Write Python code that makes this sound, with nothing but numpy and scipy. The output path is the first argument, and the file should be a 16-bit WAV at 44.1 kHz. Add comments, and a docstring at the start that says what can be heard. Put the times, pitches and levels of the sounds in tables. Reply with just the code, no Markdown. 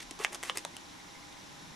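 """Dealing cards on a wooden table

The last playing cards are dealt onto piles, close by. Friction hisses as a card is rubbed off the pack;
bent, it snaps free of the thumb and rings in damped modes. Stiff edges click on the piles and the table
knocks softly. A small quiet room reflects these sounds, over a steady hiss, a faint hum, two low swells,
a few faint chirps and the whirr of a small motor."""
import sys
import numpy as np
from scipy import signal
from scipy.fft import rfft, irfft, next_fast_len
from scipy.io import wavfile
from scipy.ndimage import map_coordinates

SR = 44100
rng = np.random.default_rng(int(sys.argv[2]) if len(sys.argv) > 2 else 0)


def dump_mix(stems):
    """Bounce the given channels to the path in sys.argv[1] as a 16-bit WAV at rate SR."""
    frames = np.atleast_2d(stems).T  # one column per channel
    limited = np.clip(frames, -1, 1)  # hard clip at full scale
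    pcm = np.round(limited * 32767).astype(np.int16)
    wavfile.write(sys.argv[1], SR, pcm)


N = 77175

# A bent card springs free: (time [s], level [dB], low mode [Hz], low mode relative level [dB],
# high mode [Hz], high mode t60 [s], edge crack relative level [dB])
SNAPS = [(0.248, 11.5, 755, -7, 2270, 0.0019, -12), (0.4975, 10, 1150, -4.5, 2990, 0.0048, -25.5)]
# Spectrum of the edge's crack in a snap: (frequency [Hz], gain [dB])
CRACK_SPECTRUM = [(300, -39), (700, -12), (2000, -22.5), (4300, 3.5), (6000, 2.5), (7800, -6.5),
                  (10000, -29), (14000, -27)]
# An edge strikes the pack or a pile: (time [s], level [dB], body shelf [dB], treble shelf [dB],
# clatter t60 [s], first contact against clatter [dB], modes as (frequency [Hz], relative level [dB]))
CLICKS = [(0.11, -12, -12, 0, 0.011, 3, []), (.1130, -17, -1, -3, 0.0074, -7, []),
          (0.191, -19.5, 2, 0, 0.013, -1, [(6100, -8)]), (0.3302, -15.5, 5, 3, 0.01, -18, []),
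          (0.3471, -11.5, -11, 5.5, 0.0028, 15, [(3600, -10)]),
          (0.3501, -10, -23, -7, 0.0046, -7, [(6350, -6)]), (0.4294, -12.5, 2, 0, 0.003, -11, [(2110, 0)]),
          (0.4352, -11.5, 6.5, 5.5, 0.0053, 1.5, [(2030, -2.5)]),
          (0.5732, -3.5, -13.5, 6, 0.0046, -6, [(2550, -6.5), (5280, -1.5), (8500, -6)]),
          (0.582, -12, -13, 6, 0.013, -16, [(8300, -8)]), (0.65, -8.5, 7, -3, 0.0083, -11, [(2780, -7),
          (3600, -9), (6750, -9.5), (9750, -14)]), (0.7669, -18, -1, 8, 0.01, -9, [(2980, -5)]),
          (1.326, -26, -6, -11, 0.0043, -11, [(3700, 4)])]
# Spectrum of a struck edge: (frequency [Hz], gain [dB])
EDGE_SPECTRUM = [(100, -34), (350, -7.5), (900, 6), (1600, -7), (2200, -2.5), (2900, 2.5), (4300, -4),
                 (5500, -0.5), (9500, -1.5), (12000, -16.5), (15000, -25)]
# Card rubs on card:
# (start [s], duration [s], start level [dB], end level [dB], body shelf [dB], treble shelf [dB])
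SLIDES = [(0, 0.0066, -35, -46, -14, -8), (0.013, 0.018, -50.5, -47, -21, -1),
          (0.192, 0.038, -44.5, -41, 1.5, 3), (0.232, 0.016, -43, -37, -14, -0.5),
          (0.319, 0.037, -44, -45, 4, 8), (0.427, 0.026, -41, -47, -1, 4.5),
          (0.442, 0.06, -47, -44, -7, -1), (0.495, 0.0021, -42, -36, 0, -16),
          (0.549, 0.015, -42, -46.5, 1, 2), (0.567, 0.026, -43.5, -45.5, -10, -4)]
# Friction noise: (frequency [Hz], relative spectral density [dB])
FRICTION_SPECTRUM = [(100, -15), (400, -0.5), (660, 2.5), (1050, 2.5), (2200, 2), (4200, -6.5),
                     (6200, -5.5), (10000, -9.5), (12500, -19.5), (15000, -29)]
# Hand and card knock the table through the pile: (time [s], level [dB], frequency [Hz], t60 [s])
KNOCKS = [(.111, -39, 297, 0.048), (0.2005, -32, 440, 0.045), (.205, -33.5, 840, 0.029),
          (.199, -34, 1080, .025), (.327, -41, 615, 0.05), (.305, -47, 350, 0.05), (.338, -46, 342, 0.05),
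          (.4975, -35, 510, .035), (.571, -39, 270, 0.024), (.576, -36, 465, 0.023), (.651, -38, 575, 0.05),
          (.6505, -32, 921, 0.042), (0.6495, -33, 1200, 0.014)]
# Reflections from near surfaces: (delay [s], level [dB])
REFLECTIONS = [(.0012, -12.5), (.0056, -15.5), (0.013, -24), (0.015, -18.5), (0.0196, -19)]
# Reverberation time of the room: (frequency [Hz], t60 [s])
ROOM_T60 = [(200, 0.48), (2000, 0.14), (10000, 0.28)]
# Steady hiss: (frequency [Hz], relative spectral density [dB])
HISS_SPECTRUM = [(15, -13), (28, -12.5), (90, -8), (180, -5.5), (225, -7.5), (310, -2.5), (420, -11.5),
                 (740, -10.5), (900, -8), (1250, -11.5), (2000, -11), (2600, -14.5), (3600, -16),
                 (4700, -21), (7400, -19.5), (8800, -27), (10700, -22.5), (15000, -54)]
# Likeness of the room's noise at the two ears: (frequency [Hz], correlation [-1 to 1])
EAR_CORRELATION = [(35, 0.78), (70, 0.42), (170, 0.48), (370, 0), (1000, 0), (2400, 0.14), (6000, 0.0064),
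                   (14000, 0)]
# Noise bands of the room's drone: (centre [Hz], width [Hz], level [dB])
DRONE_BANDS = [(273, 42, -69), (1005, 120, -62.5)]
# Steady tones of the room: (frequency [Hz], level [dB])
HUM_TONES = [(188.4, -72), (812.9, -66)]
# Low Gaussian swells: (peak time [s], standard deviation [s], centre [Hz], width [Hz], level [dB])
RUMBLES = [(0.062, .1, 40, 15, -60), (1.675, 0.14, 169, 62, -56.5)]
# The motor's noise: (frequency [Hz], relative spectral density [dB])
MOTOR_SPECTRUM = [(2000, -12), (3000, -5.5), (3700, 2), (4700, -4.5), (5500, 1), (6700, -5.5), (8500, -17),
                  (12000, -21)]
# Faint background chirps: (peak time [s], level [dB])
CHIRPS = [(.746, -52), (1.001, -52.5), (1.09, -55), (1.155, -51), (1.17, -51.5), (1.232, -52),
          (1.373, -52.5)]


def card_snaps():
    """Free vibration: a bent card, suddenly released, cracks and rings in three heavily damped modes."""
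    low_mid_t60_s, mid_hz, mid_db = 0.0057, 1920, -11
    radiation = signal.butter(2, [610, 4600], "band", fs=SR, output="sos")  # band the card radiates [Hz]
    out, t = np.zeros(N), np.arange(SR // 20) / SR

    def mode(hz, t60):
        """Impulse response of a damped oscillator, with a gain near 1 at resonance."""
        return 2 * np.log(1000) / (t60 * SR) * decay(t, t60) * np.cos(2 * np.pi * hz * t)

    for time, db, low_hz, low_db, high_hz, high_t60, crack_db in SNAPS:
        ring = mode(high_hz, high_t60)
        ring += amp(mid_db) * mode(mid_hz, low_mid_t60_s)
        ring += amp(low_db) * mode(low_hz, low_mid_t60_s)
        add(out, time, amp(db) * signal.sosfilt(radiation, ring))
        crack = minimum_phase(lambda hz: amp(curve(CRACK_SPECTRUM, hz)))
        add(out, time, amp(db + crack_db) * crack)
    return out


def edge_clicks():
    """Impact excitation: a stiff edge strikes, clatters as it settles and may set card modes ringing."""
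    ring_t60_s = 0.008
    out, t = np.zeros(N), np.arange(SR // 20) / SR
    for time, db, body_db, treble_db, clatter_t60, first_db, modes in CLICKS:
        contact = noise_burst(clatter_t60, rise_s=0.00031)
        contact[0] += amp(first_db)
        edge = minimum_phase(lambda hz: card_gain(EDGE_SPECTRUM, hz, body_db, treble_db))
        click = signal.fftconvolve(unit_energy(contact), edge)
        add(out, time, amp(db) * click)
        for ring_hz, ring_db in modes:
            ring = unit_energy(decay(t, ring_t60_s) * np.sin(2 * np.pi * ring_hz * t))
            add(out, time, amp(db + ring_db) * np.linalg.norm(click) * ring)
    return out


def card_slides():
    """Sliding friction: card on card gives smooth noise, with tiny impulses where the finish catches."""
    attack_s, release_s = 0.0063, 0.0054
    catches_per_s, catch_db = 1500, -0.5
    out, t = np.zeros(N), np.arange(N) / SR
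    for start, duration, start_db, end_db, body_db, treble_db in SLIDES:
        end = start + duration
        catches = rng.standard_normal(N) * (rng.random(N) < catches_per_s / SR)
        friction = rng.standard_normal(N) + amp(catch_db) * unit_rms(catches)
        rub = filtered(friction, lambda hz: card_gain(FRICTION_SPECTRUM, hz, body_db, treble_db))
        attack = np.clip((t - start) / attack_s, 0, 1)
        release = np.exp(-np.maximum(t - end, 0) / release_s)
        level = amp(np.interp(t, [start, end], [start_db, end_db]))
        out += level * attack * release * unit_rms(rub)
    return out


def table_knocks():
    """Damped resonance: each soft blow through the pile leaves one short, low ring of the table."""
    attack_s = 0.0013
    out, t = np.zeros(N), np.arange(SR // 5) / SR
    attack = 1 - np.exp(-t / attack_s)
    for time, db, hz, t60 in KNOCKS:
        add(out, time, amp(db) * attack * decay(t, t60) * np.sin(2 * np.pi * hz * t))
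    return out


def room_reverberation(direct):
    """Convolution with the room's response: blurred early reflections and a short tail for each ear."""
    blur_t60_s, early_cutoff_hz = 0.01, 3020
    tail_db, tail_cutoff_hz = -9.5, 6000
    band_hz, t, noise = signal.stft(rng.standard_normal((2, SR // 3)), SR, nperseg=256)
    _, tail = signal.istft(noise * decay(t, curve(ROOM_T60, band_hz)[:, None]), SR, nperseg=256)
    tail /= np.linalg.norm(tail[0])
    early = np.zeros((2, N))
    for delay, db in REFLECTIONS:
        shared = noise_burst(blur_t60_s)
        for ear in early:
            add(ear, delay, amp(db) * (shared + 0.5 * noise_burst(blur_t60_s)))
    response = filtered(early, lambda hz: 1 / np.hypot(1, hz / early_cutoff_hz))
    response += amp(tail_db) * filtered(tail, lambda hz: 1 / np.hypot(1, hz / tail_cutoff_hz))
    return signal.fftconvolve(direct[None], response, axes=1)[:, :N]


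def room_ambience():
    """Superposition: broadband hiss, narrowband drone, a slightly wavering hum and two low swells."""
    hiss_db = -51.5
    waver_per_s, waver_db, drift_rad = 13.9, 0.6, 0.15
    t = np.arange(N) / SR
    out = amp(hiss_db) * stereo_noise(lambda hz: amp(curve(HISS_SPECTRUM, hz)))
    for hz, width, db in DRONE_BANDS:
        out += amp(db) * noise_band(hz, width)
    for hz, db in HUM_TONES:
        amplitude = np.sqrt(2) * amp(db + waver_db * wander(waver_per_s, points=200))
        phase = 2 * np.pi * hz * t + drift_rad * wander(waver_per_s, points=200)
        out += amplitude * np.sin(phase)
    for time, sigma_s, hz, width, db in RUMBLES:
        out += amp(db) * swell(time, sigma_s) * noise_band(hz, width)
    return out


def faint_chirps():
    """Random phase modulation roughens a tone that is heard only in brief, faint blips."""
    pitch_hz, sigma_s, roughness_rad = 2120, 0.0045, 0.8
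    t = np.arange(N) / SR
    phase = 2 * np.pi * pitch_hz * t + roughness_rad * wander(per_s=400, points=N)
    envelope = sum(amp(db) * swell(time, sigma_s) for time, db in CHIRPS)
    return envelope * np.sin(phase)


def motor_whirr():
    """Amplitude modulation: a small motor gives one puff of noise per turn as its speed drifts."""
    level_db, turns_per_s, drift_fraction, puff_depth = -57.5, 301.7, 0.0216, 0.66
    speed = turns_per_s * (1 + drift_fraction * wander(per_s=10, points=40))
    turns = np.cumsum(speed) / SR
    puffs = rng.standard_normal(N) * np.exp(puff_depth * np.cos(2 * np.pi * turns))
    return amp(level_db) * unit_rms(filtered(puffs, lambda hz: amp(curve(MOTOR_SPECTRUM, hz))))


def card_gain(spectrum, hz, body_db, treble_db):
    """Shelving: a card's spectrum is raised or lowered in its body and in its treble."""
    body_hz, treble_hz = 1930, 7400
    body = 1 / (1 + (hz / body_hz) ** 4)
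    treble = 1 - 1 / (1 + (hz / treble_hz) ** 4)
    return amp(curve(spectrum, hz) + body_db * body + treble_db * treble)


def stereo_noise(gain):
    """Partial coherence: the ratio of mid to side sets how alike the ears are in noise of rms 1."""
    def mid_side_gain(hz):
        angle = np.arccos(np.clip(curve(EAR_CORRELATION, hz), -1, 1)) / 2
        return gain(hz) * [np.cos(angle), np.sin(angle)]

    mid, side = filtered(rng.standard_normal((2, N)), mid_side_gain)
    return unit_rms(np.array([mid + side, mid - side]))


def noise_band(centre_hz, width_hz):
    """Band-pass filtering confines stereo noise to one narrow peak."""
    return stereo_noise(lambda hz: 1 / (1 + (2 * (hz - centre_hz) / width_hz) ** 2))


def noise_burst(t60, rise_s=1e-5):
    """Exponentially damped noise of energy 1."""
    t = np.arange(1024) / SR
    return unit_energy(rng.standard_normal(len(t)) * decay(t, t60) * (1 - np.exp(-t / rise_s)))


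def wander(per_s, points):
    """Spline interpolation turns random points into a smooth fluctuation."""
    return map_coordinates(rng.standard_normal(points), [np.arange(N) / SR * per_s])


def swell(time, sigma_s):
    """Gaussian envelope with a peak of 1 at the given time."""
    return np.exp(-((np.arange(N) / SR - time) / sigma_s) ** 2 / 2)


def decay(t, t60):
    """Exponential damping: 60 dB in t60 seconds."""
    return amp(-60 * t / t60)


def minimum_phase(gain, size=2048):
    """Folding the cepstrum gives the most compact causal impulse response with this gain."""
    cepstrum = irfft(np.log(gain(np.fft.rfftfreq(size, 1 / SR)) + 1e-6))
    cepstrum[1:size // 2] *= 2
    cepstrum[size // 2 + 1:] = 0
    return irfft(np.exp(rfft(cepstrum)))


def filtered(x, response):
    """Linear filtering: the spectrum of x is multiplied by a frequency response."""
    size = next_fast_len(N + SR // 4)
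    return irfft(rfft(x, size) * response(np.fft.rfftfreq(size, 1 / SR)), size)[..., :N]


def curve(points, hz):
    """Interpolation of (frequency [Hz], value) points on a logarithmic frequency axis."""
    frequencies, values = np.transpose(points)
    return np.interp(np.log(hz + 1), np.log(frequencies + 1), values)


def amp(db):
    """Amplitude ratio of a level in decibels."""
    return 10 ** (np.asarray(db) / 20)


def unit_rms(x):
    """Normalisation to rms 1."""
    return x / np.sqrt(np.mean(x ** 2) + 1e-20)


def unit_energy(x):
    """Normalisation to energy 1."""
    return x / np.linalg.norm(x)


def add(track, time, x):
    """Superposition of x on the track, from a time in seconds."""
    start = max(round(time * SR), 0)
    track[start:start + len(x)] += x[:N - start]


def pan(x, right_db):
    """Interaural level difference: the right ear leads the left by right_db."""
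    return x * amp([[-right_db / 2], [right_db / 2]])


def treble_spread(x):
    """Antiphase: delayed treble of opposite sign at each ear widens the cards' sound."""
    level_db, cutoff_hz, lag_s = -11.5, 8500, 0.000377
    highpass = lambda hz: hz ** 2 / np.hypot(hz ** 2, cutoff_hz ** 2)
    side = amp(level_db) * filtered(x, lambda hz: highpass(hz) * np.exp(-2j * np.pi * hz * lag_s))
    return np.array([side, -side])


def scene():
    """Direct and reverberant fields add: the piles near the centre, the hand a little to the right."""
    hand = card_snaps()
    table = edge_clicks() + card_slides() + table_knocks()
    direct = pan(hand, right_db=2) + pan(table, right_db=0.7) + treble_spread(table)
    return direct + room_reverberation(hand + table) + room_ambience() + faint_chirps() + motor_whirr()


def record(dry):
    """Band limiting: the top treble rolls off steeply and nothing passes above the limit."""
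    roll_off_hz, limit_hz = 13900, 15200
    return filtered(dry, lambda hz: (hz < limit_hz) / np.hypot(1, (hz / roll_off_hz) ** 20))


dry = scene()
out = record(dry)
dump_mix(out)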